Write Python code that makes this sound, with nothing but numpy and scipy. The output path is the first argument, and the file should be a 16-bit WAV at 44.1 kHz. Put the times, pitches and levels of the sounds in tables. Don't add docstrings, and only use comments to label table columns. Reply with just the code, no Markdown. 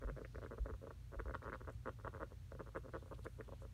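import sys
import numpy as np
from scipy import signal
from scipy.fft import rfft, irfft
from scipy.io import wavfile

SR = 44100
rng = np.random.default_rng(int(sys.argv[2]) if len(sys.argv) > 2 else 0)


def to_wav(sig):
    pcm = np.clip(np.atleast_2d(sig), -1, 1) * 32767
    pcm = np.round(pcm).astype(np.int16)
    wavfile.write(sys.argv[1], SR, pcm.T)


N = 164493

# (frequency [Hz], rms level [dB])
HUM = [(54.5, -59), (61, -68), (86, -62.5), (120, -63.5)]
HUM_WAVER_RAD = 0.3
# (frequency [Hz], relative density [dB per Hz])
RUMBLE_SPECTRUM = [(15, -48), (35, -20.5), (52, -3.5), (70, 0.5), (100, 0), (130, -4), (165, -15.5),
                   (205, -17.5), (260, -19), (340, -31.5), (450, -29.5), (620, -39), (780, -44),
                   (1200, -42), (1500, -40), (4000, -69)]
HISS_SPECTRUM = [(100, 8.5), (1000, 4.5), (2200, 2.5), (3400, 1), (4400, 0.5), (4900, -4), (5400, -1.5),
                 (6500, -2), (7600, -5.5), (8700, -4), (9700, -5), (10400, -10), (11200, -6.5),
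                 (15500, -10)]
RUMBLE_DB, HISS_DB = -57.5, -74.5

# (time [s], peak level [dB], frequency [Hz], rise [s])
FOOTFALLS = [(0.032, -37.5, 48.4, 0.033), (.115, -45, 132, .014), (0.596, -34, 52.3, 0.022),
             (0.724, -40.5, 61, 0.017), (1.164, -41, 51, 0.024), (1.258, -41.5, 59.7, 0.022),
             (1.747, -41, 100, 0.0098), (2.922, -53, 53.6, 0.0087)]

# (time [s], length [s], level [dB], centre [Hz])
BRUSHES = [(0.049, 0.53, -82, 4500), (0.41, 0.063, -74, 3130), (1.337, .025, -70, 3440),
           (1.42, 0.047, -76.5, 4400), (1.516, 0.064, -74.5, 3660), (1.697, 0.0057, -71, 7060),
           (1.715, .02, -78, 8660), (2.047, .008, -77, 7840), (2.515, 0.0046, -71, 5000),
           (2.76, 0.03, -80, 8500), (2.846, 0.24, -79.5, 3650), (3.133, 0.028, -70, 3260),
           (3.212, 0.066, -72.5, 3550), (3.24, 0.014, -69.5, 8200), (3.308, 0.44, -82.5, 3000),
           (2.801, 0.89, -84.5, 8900), (3.583, 0.073, -79.5, 7970)]
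BRUSH_WIDTH_OCTAVES, BRUSH_GRAIN_DB = 0.38, 5

# (time [s], length [s], pulses [count], level [dB], strongest pulse's place [0-1],
#          hollow ring re level [dB], nominal knock pitch [Hz])
CLUCKS = [ (0.0168, .0312, 5, -44.5, 0.69, 1.5, 1390), (0.0746, .0236, 4, -40.5, 0.87, -0.5, 1380),
          (.1652, .027, 4, -48.5, 0.56, 5, 1360), (0.2094, .0066, 2, -49, 0.64, 7.5, 1300),
          (0.2489, .0064, 2, -41, 0.03, -6, 1640), (0.3483, .0088, 2, -40.5, 0.55, -0.5, 1420),
          (0.383, 0.0071, 2, -48, 0.05, 2.5, 1360), (0.419, .029, 4, -43.5, 0.82, 2, 1380),
          (0.4626, .007, 2, -45.5, 0, -2, 1420), (0.51, .0343, 5, -44.5, 0.13, 1.5, 1280),
          (0.5815, .0047, 2, -44, 0.4, 2.5, 1330), (0.6594, .0069, 2, -42.5, 0.3, 1.5, 1520),
          (0.685, .0244, 4, -43, 0.72, 0, 1320), (0.7387, .0073, 2, -48, 0.02, -4, 1280),
          (.817, .0353, 4, -57.5, 0.7, 12, 1280), (.8706, .006, 2, -45.5, 0.45, 3, 1250),
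          (0.9073, .0044, 2, -41.5, 0.3, -2.5, 1300), (1.1201, .0343, 5, -47.5, .7, 1.5, 1330),
          (1.191, .0113, 3, -35, 0.88, -5, 1415), (1.2572, .0528, 5, -40, 0.93, -1, 1380),
          (1.3408, .0116, 3, -30.5, 0.81, -10, 1394), (1.4206, .0775, 10, -39.5, 0.73, -6, 1356),
          (1.5217, .0352, 5, -35, 0.36, -7.5, 1410), (1.6074, .008, 2, -42.5, 0.6, -2, 1300),
          (1.642, .0073, 2, -51, 0.9, -7, 1240), (1.6744, .0274, 5, -40.5, 0.36, -2, 1270),
          (1.859, .0334, 5, -36, 0.58, -4, 1250), (1.9895, .0214, 3, -49, 0.3, -5.5, 1320),
          (2.048, .0092, 2, -36, 0.27, -3.5, 1270), (2.0678, .0105, 3, -34, 0.81, -7.5, 1270),
          (2.1312, .0478, 6, -44, 0.47, -4, 1200), (2.2, .0312, 6, -37.5, 0.98, -2.5, 1270),
          (2.31, .02, 3, -53.5, 0.69, 3.5, 1210), (2.5205, .009, 2, -48.5, 0.19, 3, 1320),
          (2.551, .008, 2, -56, 0, 6, 1280), (2.5942, .0183, 4, -41, 0.52, -0.5, 1290),
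          (2.6633, .0273, 4, -49.5, 0.3, -3.5, 1280), (2.7503, .0238, 5, -37.5, 0.58, -2, 1294),
          (2.838, .0227, 4, -52, 0.84, 4.5, 1240), (2.8839, .0086, 2, -46.5, 0.37, 3, 1230),
          (2.9377, .0306, 6, -39, .5, 0, 1304), (3.0258, .009, 2, -53.5, 0.43, 6, 1140),
          (3.06, .0213, 2, -51, .3, 0, 1230), (3.113, .0182, 4, -42, 0.8, 0.5, 1096),
          (3.183, .0091, 2, -50.5, 1, -1.5, 1120), (3.2536, .0123, 3, -39.5, 1, 0.5, 1335),
          (3.388, .012, 3, -54, 0.86, 9, 1090), (3.409, .005, 2, -43.5, 0, -3.5, 1510),
          (3.481, .0101, 2, -49, 0.64, 1.5, 1004), (3.5235, .0109, 2, -44.5, 0.45, 1.5, 1010),
          (3.6208, .0309, 2, -47, 0.51, 3.5, 1090)]
SWELL_DB, FADE_DB = 10, 8
ALTERNATE_DB = 2
SLOWING = 0.094
JITTER_S, UNEVEN_DB, PITCH_SPREAD = 0.00046, 1.5, 0.079
BRIGHTER_PER_DB = 0.01
LEAD_IN_S, LEAD_IN_DB = 0.007, -22

# (frequency [Hz], relative level [dB])
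KNOCK_SPECTRUM = [(100, -34), (500, -19), (760, -13), (930, 2.5), (1200, 5), (1520, 6), (1800, -7),
                  (2020, -3.5), (2250, -23.5), (2800, -34.5), (3700, -39), (5000, -58.5), (16000, -70)]
KNOCK_HZ = 1330
KNOCK_SHARPNESS = 0.48
KNOCK_DB = 1

# (frequency [Hz], level [dB], t60 [s])
RING_MODES = [(266, -16, 0.039), (340.3, -18.5, 0.073), (448.8, -9.5, 0.033), (516.5, -6.5, 0.033),
              (558, -18, 0.0067)]
RING_DB, RING_RISE_S = 7, 0.00041

# (frequency [Hz], relative level [dB])
RASP_SPECTRUM = [(500, -34), (1600, -0.5), (2000, -3.5), (2250, -12), (2450, 7), (2800, 3), (3200, -1),
                 (3750, -4.5), (4300, -32), (8000, -13.5), (16000, -43)]
RASP_DB, RASP_DECAY_S = -33.5, 0.0084
RASP_GROWTH, RASP_EFFORT_DB = 0.22, -29

FLUTTER_DB, HAZE_DB, FLUTTER_SPILL_S = -20, -29, 0.018

GAP_HZ, GAP_WIDTH_HZ = 746, 147
# (delay [s], level [dB])
WALL_ECHOES = [(.0027, -21), (.0054, -22), (.0072, -19), (0.0113, -20)]
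ROOM_DB, ROOM_T60_S = -16, 0.12
EDGE_HZ = 15720


def amp(db):
    return 10 ** (np.asarray(db) / 20)


def unit(x):
    return x / np.sqrt(np.mean(x ** 2) + 1e-30)


def read(points, hz):
    f, db = np.transpose(points)
    return np.interp(np.log(hz + 1), np.log(f + 1), db)


def add(mix, start_s, sound):
    part = mix[max(0, round(start_s * SR)):][:len(sound)]
    part += sound[:len(part)]


def noise(points):
    gain = amp(read(points, np.fft.rfftfreq(N, 1 / SR)))
    return unit(irfft(rfft(rng.standard_normal(N)) * gain, N))


def background():
    t = np.arange(N) / SR
    slow = [(0, 0), (2, 0), (8, -25), (30, -100)]
    hum = np.zeros(N)
    for hz, db in HUM:
        phase = 2 * np.pi * (hz * t + rng.random()) + HUM_WAVER_RAD * noise(slow)
        hum += amp(db) * np.sqrt(2) * np.sin(phase)
    return hum + amp(RUMBLE_DB) * noise(RUMBLE_SPECTRUM) + amp(HISS_DB) * noise(HISS_SPECTRUM)


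def footfalls():
    out, t = np.zeros(N), np.arange(SR // 3) / SR
    for start_s, db, hz, rise_s in FOOTFALLS:
        envelope = (t / rise_s * np.exp(1 - t / rise_s)) ** 2
        add(out, start_s, amp(db) * envelope * np.sin(2 * np.pi * hz * t))
    return out


def brushes():
    out, hz = np.zeros(N), np.fft.rfftfreq(SR, 1 / SR)
    for start_s, length_s, db, centre_hz in BRUSHES:
        grains = rng.standard_normal(SR) * amp(BRUSH_GRAIN_DB * rng.standard_normal(SR))
        octaves = np.log2((hz + 1) / centre_hz)
        band = np.exp(-0.5 * (octaves / BRUSH_WIDTH_OCTAVES) ** 2)
        stroke = unit(irfft(rfft(grains) * band, SR))
        shape = np.hanning(round(length_s * SR))
        add(out, start_s, amp(db) * shape * stroke[:len(shape)])
    return out


def knock(size=2048):
    log_gain = np.log(amp(read(KNOCK_SPECTRUM, abs(np.fft.fftfreq(size, 1 / SR)))))
    phase = -KNOCK_SHARPNESS * signal.hilbert(log_gain).imag
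    click = np.fft.ifft(np.exp(log_gain + 1j * phase)).real
    click = np.roll(click, size // 8)
    return click / abs(click).max()


def hollow_ring(size=2048):
    t = np.arange(size) / SR
    ring = np.zeros(size)
    for hz, db, t60_s in RING_MODES:
        ring += amp(db - 60 * t / t60_s) * np.sin(2 * np.pi * hz * t)
    ring *= 1 - np.exp(-t / RING_RISE_S)
    band = signal.butter(2, [160, 660], "bandpass", fs=SR, output="sos")
    return signal.sosfilt(band, ring)


def chatter():
    out, bright, hollow = np.zeros(N), knock(), hollow_ring()
    rasp_level, under_level = np.zeros(N), np.zeros(N)
    t = np.arange(len(bright)) / SR
    lead_s = np.argmax(abs(signal.hilbert(bright))) / SR
    for start_s, length_s, pulses, level_db, peak, ring_db, pitch_hz in CLUCKS:
        spill = np.hanning(round((length_s + 2 * FLUTTER_SPILL_S) * SR))
        add(under_level, start_s - FLUTTER_SPILL_S, amp(level_db + ring_db) * spill)
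        chance = rng.standard_normal((pulses, 4))
        for u, (late, loud, high, low) in zip(np.linspace(0, 1, pulses), chance):
            middle = 4 * u * (1 - u)
            at_s = start_s + length_s * (u - SLOWING * u * (1 - u)) + JITTER_S * late * middle

            db = level_db + UNEVEN_DB * loud
            db -= SWELL_DB * max(peak - u, 0) + FADE_DB * max(u - peak, 0)
            db -= ALTERNATE_DB * (round((u - peak) * (pulses - 1)) % 2)

            speed = 1 + PITCH_SPREAD * high + BRIGHTER_PER_DB * (db - level_db)
            speed *= pitch_hz / KNOCK_HZ
            click = amp(db + KNOCK_DB) * np.interp((t - lead_s) * speed + lead_s, t, bright)
            add(out, at_s - lead_s, click)
            if u == 0:
                add(out, at_s - lead_s - LEAD_IN_S, amp(LEAD_IN_DB) * click)

            ring = np.interp(t * (1 + PITCH_SPREAD * low), t, hollow)
            add(out, at_s, amp(db + RING_DB + ring_db) * ring)

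            rasp_db = db + RASP_GROWTH * (db - RASP_EFFORT_DB)
            add(rasp_level, at_s, amp(rasp_db) * np.exp(-t / RASP_DECAY_S))
    flutter = unit(signal.fftconvolve(rng.standard_normal(N), hollow)[:N])
    under = amp(FLUTTER_DB) * flutter + amp(HAZE_DB) * noise(KNOCK_SPECTRUM)
    return out + under_level * under + amp(RASP_DB) * rasp_level * noise(RASP_SPECTRUM)


def room(x):
    t = np.arange(SR // 4) / SR
    tail = rng.standard_normal(len(t)) * amp(-60 * t / ROOM_T60_S) * (t > 0.003)
    out = x + amp(ROOM_DB) * signal.fftconvolve(x, tail / np.linalg.norm(tail))[:N]
    for delay_s, db in WALL_ECHOES:
        add(out, delay_s, amp(db) * x)
    return out


def gap(x):
    away = ((np.fft.rfftfreq(N, 1 / SR) - GAP_HZ) / (GAP_WIDTH_HZ / 2)) ** 2
    return irfft(rfft(x) * (1 - 0.75 * np.exp(-away)), N)


def scene():
    rat = gap(room(chatter() + brushes()))
    return (rat + footfalls() + background())[None]


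def record(dry):
    low_pass = signal.firwin(511, EDGE_HZ, window=("kaiser", 9), fs=SR)
    return signal.oaconvolve(dry, low_pass[None], "same")


dry = scene()
out = record(dry)
to_wav(out)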